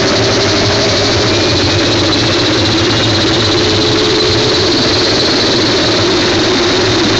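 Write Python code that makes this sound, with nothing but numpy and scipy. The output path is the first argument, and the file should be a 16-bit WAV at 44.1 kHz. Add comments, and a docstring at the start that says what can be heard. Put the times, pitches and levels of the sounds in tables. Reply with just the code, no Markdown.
"""Turbine helicopter spooling up

A light helicopter on an open apron, heard close along its fuselage. Combustion roar howls in the
exhaust duct, the compressor's hiss throbs with each passing blade, and gears whine higher as the rotor
gathers speed. The din overloads the microphone, so roar and hiss crowd each other out."""
import sys
import numpy as np
from scipy import signal
from scipy.fft import rfft, irfft
from scipy.io import wavfile

SR = 44100
rng = np.random.default_rng(int(sys.argv[2]) if len(sys.argv) > 2 else 0)


def digitize_waveform(pressure):
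    """Quantize a signal to 16-bit integers and store it at the path in sys.argv[1].

    Rows of a 2-D input are taken as channels; values are limited to [-1, 1].
    """
    field = np.atleast_2d(pressure).T
    bounded = np.clip(field, -1, 1)
    quanta = np.round(bounded * 32767).astype(np.int16)
    wavfile.write(sys.argv[1], SR, quanta)


N = 317079

# The rotor gathers speed. Each row: time in seconds, blade passes per second.
ROTOR_SPEED = [(0, 11.46), (1, 12.93), (2, 14.61), (3, 16.13), (4, 17.38), (5, 18.58), (6, 20.53),
               (7.19, 22.63)]
# The engine shaft winds up. Each row: time in seconds, turns per second.
SHAFT_SPEED = [(0, 385), (.5, 398), (1, 409), (1.5, 418), (2, 424), (2.7, 427.5), (4, 427), (4.5, 432),
               (5, 445), (5.5, 460), (6, 470), (6.5, 476.5), (7.19, 477.5)]
# Fader for the shaft's hum. Each row: time in seconds, level in dB.
HUM_LEVEL = [(0, -18), (.5, -24), (1, -25), (2, -27.5), (3.1, -30.5), (3.6, -21), (4.2, -17), (4.7, -24),
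             (5.4, -27.5), (6, -36.5), (7.19, -30.5)]
# Fader for the engine gear's whine. Each row: time in seconds, level in dB.
ENGINE_GEAR_LEVEL = [(0, -49), (2.7, -42.5), (4, -46), (5.2, -45.5), (5.9, -39), (6.5, -30.5), (7.19, -27)]
# Fader for the gearbox whine. Each row: time in seconds, level in dB.
GEARBOX_LEVEL = [(0, -37.5), (1.4, -33), (2.1, -35), (2.7, -33), (3.7, -35.5), (4.6, -41), (5.9, -32.5),
                 (7.19, -34)]
# The gearbox chord. Each row: cycles per blade pass, level in dB against the gearbox fader.
GEARBOX_TONES = [(177, 0), (32, -5), (513, -9)]

# Faders for flame and air flow. Each row: time in seconds, howl level in dB, hiss level in dB.
FLOW_LEVELS = [(0, -20.1, -22.5), (.4, -21.6, -19.5), (.8, -23.1, -20), (1.2, -19.6, -20),
               (2, -19.4, -21.3), (2.8, -18.6, -21.3), (3.5, -16.6, -19.7), (4.1, -17.2, -18.5),
               (5, -18.6, -17.3), (5.8, -16.6, -19), (6.5, -16.4, -22), (7.19, -15.6, -21.5)]
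# Colour of the compressor's hiss. Each row: time in seconds, centre in Hz, throb depth in dB,
# skirt and whistle levels in dB against the core.
HISS_COLOUR = [(0, 4220, 5, -1, -18), (1, 4229, 2.8, -4, -10), (2, 4015, 3.5, -2, -2),
               (3.4, 3992, 4, -5, -3), (4.2, 4043, 3.6, -9, -9), (4.7, 4250, 2.8, -9.5, -6),
               (5.3, 4275, 4, -10, -6), (5.8, 4143, 2.5, -8, -7), (7.19, 4134, 2, -1.5, -7)]
# Whistles inside the hiss. Each row: multiple of the hiss centre, width in Hz, relative level in dB.
WHISTLE_BANDS = [(1.003, 28.6, -5), (1.03, 59, -4.5), (.98, 49, -9.5), (.935, 31, -4.5), (.85, 31, -7.5)]
# The loudest squeals of the hiss. Each row: time of the peak in seconds, peak level in dB, pitch in Hz.
LOUD_SQUEALS = [(1.9215, -13, 3870), (2.135, -10.5, 4010), (2.4029, -13, 4006), (2.788, -12.5, 4020),
                (3.1565, -12.5, 4150), (3.2293, -13, 4050), (3.4509, -10.5, 4040), (3.5795, -12, 4100),
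                (4.2093, -7.5, 4050), (4.3186, -11.5, 4140), (4.5495, -11.5, 4000), (5.2017, -10.5, 3980),
                (5.3097, -10.5, 4330), (5.458, -12.5, 4360)]

# Tone of the broad jet noise. Each row: frequency in Hz, relative spectral density in dB.
JET_SPECTRUM = [(30, -7), (70, -4), (170, 2), (270, 8), (400, 3), (490, -9), (750, -1), (1050, -3.5),
                (1330, -1.5), (1600, -2.5), (2000, -2), (2800, -10.5), (3500, -8), (6300, -22.5),
                (8000, -37.5)]
# Fader for the jet noise. Each row: time in seconds, level in dB.
JET_FADER = [(0, -18), (1.5, -20.5), (3.8, -19.5), (5.5, -19), (7.19, -17.5)]
# Fader for the duct's lowest mode. Each row: time in seconds, level in dB.
RUMBLE_FADER = [(0, -24), (2, -21.5), (2.5, -23), (3.1, -19.8), (4.3, -22.5), (5.3, -26.5), (7.19, -25)]
# Flame surges, each a short boom. Each row: time of the peak in seconds, peak level in dB.
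FLAME_SURGES = [(.2, -17), (.68, -16.5), (1.18, -18.5), (1.54, -17.5), (1.66, -16), (1.76, -15.5),
                (2.82, -21), (4.31, -15.5), (4.39, -18), (4.81, -20), (5.69, -22), (5.87, -22), (6.01, -19),
                (6.91, -19)]
# The duct's tuning shifts with the gas temperature.
# Each row: time in seconds, howl pitch in Hz, howl width in Hz, overtone pitch in Hz.
DUCT_TUNING = [(0, 355, 115, 595), (.7, 365.1, 115, 610), (1.3, 351.1, 75.02, 590), (2, 330, 55, 560),
               (2.7, 341.1, 48, 550), (3.4, 338, 48, 560), (4.2, 348.9, 75, 575), (4.8, 373.9, 65, 590),
               (5.3, 359.8, 90, 580), (6, 364.3, 64.97, 580), (7.19, 353.2, 65, 570)]
# Fader for the howl's overtone. Each row: time in seconds, level in dB.
OVERTONE_FADER = [(0, -21.5), (1.2, -21.8), (1.7, -24.5), (3.7, -27), (4.6, -25), (7.19, -25.5)]


def from_db(db):
    """Decibels to gain."""
    return 10 ** (np.asarray(db) / 20)


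def unit_rms(x):
    """Scale to unit power."""
    return x / np.sqrt(np.mean(x ** 2) + 1e-20)


def automation(rows):
    """One curve for each column after the time, a value per sample."""
    times, *columns = np.transpose(rows)
    return [np.interp(np.arange(N) / SR, times, column) for column in columns]


def phase_of(hz):
    """Phase in radians of something turning at a changing rate."""
    return 2 * np.pi * np.cumsum(hz) / SR


def swell(age_s, sigma_s):
    """A bell-shaped rise and fall, height 1 at age 0."""
    return np.exp(-.5 * (age_s / sigma_s) ** 2)


def drift(rate_hz):
    """Smooth random motion up to about the given rate, with a spread of 1."""
    step = 8   # samples per point of a coarse grid
    smoothing = signal.butter(2, rate_hz, fs=SR / step, output="sos")
    slow = signal.sosfilt(smoothing, rng.standard_normal((N + SR) // step + 2))[SR // step:]
    return np.interp(np.arange(N) / step, np.arange(len(slow)), unit_rms(slow))


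def resonance(centre_hz, width_hz, steadiness=0):
    """Turbulence rings a moving resonance; a self-sustained one (steadiness near 1) holds its level."""
    widest = np.max(width_hz)
    swing = drift(widest / 2) + 1j * drift(widest / 2)
    clock = np.cumsum(np.ones(N) * width_hz / widest)   # a narrower resonance wavers more slowly
    swing = np.interp(clock, np.arange(N), swing)
    swing = swing / (np.abs(swing) + 0.068) ** steadiness
    carrier = np.exp(1j * phase_of(centre_hz + np.zeros(N)))
    return unit_rms(np.real(swing * carrier))


def low_pass(x, edge_hz, steepness):
    """Roll off the top without phase shift."""
    hz = np.arange(N // 2 + 1) * SR / N
    return irfft(rfft(x) / np.sqrt(1 + (hz / edge_hz) ** steepness), N)


def drive_train(blade_phase):
    """Shaft hum and gear whine climb with engine and rotor speed; the moving air makes them flutter."""
    engine_gear_ratio = 7.685
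    swell_depth_db, passes_per_swell, first_crest_passes = 3, 5.76, .9
    shaft_phase = phase_of(automation(SHAFT_SPEED)[0])
    hum_db = automation(HUM_LEVEL)[0] + drift(14)
    hum = from_db(hum_db) * np.sin(shaft_phase + 0.066 * drift(7.9))
    swell_phase = (blade_phase - 2 * np.pi * first_crest_passes) / passes_per_swell
    gearbox_db = automation(GEARBOX_LEVEL)[0] + swell_depth_db * np.cos(swell_phase)
    gears = [(engine_gear_ratio * shaft_phase, automation(ENGINE_GEAR_LEVEL)[0])]
    gears += [(ratio * blade_phase, gearbox_db + db) for ratio, db in GEARBOX_TONES]
    whine = sum(from_db(db + 2 * drift(8)) * np.sin(phase + 0.14 * drift(10)) for phase, db in gears)
    return np.sqrt(2) * (hum + whine)


def blade_pips(blade_phase):
    """Cue a faint pip on each blade's crest. Each row: time in seconds, peak in dB, pitch in Hz."""
    lift_db, scatter_db, pitch_ratio, scatter_hz = 5.5, 2.5, 0.99, 101
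    crests = np.flatnonzero(np.diff(blade_phase // (2 * np.pi)))
    _, hiss_db = automation(FLOW_LEVELS)
    centre_hz, _, _, whistle_db = automation(HISS_COLOUR)
    level_chance, pitch_chance = rng.standard_normal((len(crests), 2)).T
    peak_db = (hiss_db + whistle_db)[crests] + lift_db + scatter_db * level_chance
    pitch_hz = pitch_ratio * centre_hz[crests] + scatter_hz * pitch_chance
    return list(zip(crests / SR, peak_db, pitch_hz))


def compressor_squeals(blade_phase):
    """Loud squeals and faint pips ride on the hiss, each a flash of one slightly wavering pitch."""
    sigma_s = 0.0071
    t, out = np.arange(N) / SR, np.zeros(N)
    wobble = .5 * drift(90)
    for peak_s, db, hz in LOUD_SQUEALS + blade_pips(blade_phase):
        near = slice(int((peak_s - 4 * sigma_s) * SR), int((peak_s + 4 * sigma_s) * SR))
        age = t[near] - peak_s
        out[near] += from_db(db) * swell(age, sigma_s) * np.sin(2 * np.pi * hz * age + wobble[near])
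    return out


def compressor_hiss(blade_phase):
    """A bright core of hiss, flickering whistles and a wide skirt throb once for each passing blade."""
    skirt_throb_share = .75
    _, hiss_db = automation(FLOW_LEVELS)
    centre_hz, depth_db, skirt_db, whistle_db = automation(HISS_COLOUR)
    core = resonance(centre_hz, width_hz=910)
    skirt = resonance(centre_hz * 1.14, width_hz=2630)
    whistles = sum(from_db(db + 2 * drift(13)) * resonance(multiple * centre_hz, width, steadiness=.5)
                   for multiple, width, db in WHISTLE_BANDS)
    throb_db = depth_db * np.cos(blade_phase + 0.12) + 0.37 * drift(23)
    hiss = from_db(throb_db) * (core + from_db(whistle_db) * unit_rms(whistles))
    hiss += from_db(skirt_db + skirt_throb_share * throb_db) * skirt
    summed_power = 1 + from_db(skirt_db) ** 2 + from_db(whistle_db) ** 2
    return from_db(hiss_db) * hiss / np.sqrt(summed_power)


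def jet_noise():
    """The jet's broad rush: third-octave bands of noise, each flickering by about 1 dB on its own."""
    edges_hz = 25 * 2 ** (np.arange(27) / 3)
    points_hz, points_db = np.transpose(JET_SPECTRUM)
    white, rush = rng.standard_normal((2, N)), 0
    for k, (low, high) in enumerate(zip(edges_hz, edges_hz[1:])):
        band_pass = signal.butter(2, [low, high], "band", fs=SR, output="sos")
        band_db = np.interp(np.log(low * high) / 2, np.log(points_hz), points_db)
        rush = rush + signal.sosfilt(band_pass, white[k % 2]) * from_db(band_db + drift(10))
    return from_db(automation(JET_FADER)[0]) * unit_rms(rush)


def duct_rumble():
    """The duct's lowest mode rumbles in uneven lumps and booms when the flame surges."""
    t = np.arange(N) / SR
    lumps = from_db(automation(RUMBLE_FADER)[0] + 1.5 * drift(12))
    booms = sum(from_db(db) * swell(t - peak_s, sigma_s=0.018) for peak_s, db in FLAME_SURGES)
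    return np.hypot(lumps, booms) * resonance(centre_hz=106.6, width_hz=22.2, steadiness=0.4)


def exhaust(blade_phase):
    """The flame drives three modes of the duct (rumble, howl, overtone) over the rush of the jet."""
    howl_db, _ = automation(FLOW_LEVELS)
    howl_hz, howl_width_hz, overtone_hz = automation(DUCT_TUNING)
    flutter_db = 1.5 * drift(26)   # the flame burns unevenly
    sag_hz = 22 * np.maximum(drift(9), 0) ** 2   # now and then the pitch droops
    howl = from_db(howl_db + flutter_db) * resonance(howl_hz - sag_hz, howl_width_hz, steadiness=0.17)
    overtone = from_db(automation(OVERTONE_FADER)[0]) * resonance(overtone_hz, width_hz=110)
    chuff_db = -1.5 * np.cos(blade_phase)   # the roar peaks between two throbs of the hiss
    return from_db(chuff_db) * (howl + overtone + jet_noise()) + duct_rumble()


def scene():
    """A close, dry mono mix in the open air, with the rotor setting the pulse."""
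    blade_phase = phase_of(automation(ROTOR_SPEED)[0])
    compressor = compressor_hiss(blade_phase) + compressor_squeals(blade_phase)
    return (exhaust(blade_phase) + compressor + drive_train(blade_phase))[None]


def record(dry):
    """The overloaded microphone input squares the wave off; two steep cuts dull the top."""
    drive_db, ceiling = 12.5, .35
    crushed = ceiling * np.tanh(from_db(drive_db) * dry / ceiling)
    dull = low_pass(crushed, edge_hz=6786, steepness=31.9)
    return low_pass(dull, edge_hz=8900, steepness=200)


dry = scene()
out = record(dry)
digitize_waveform(out)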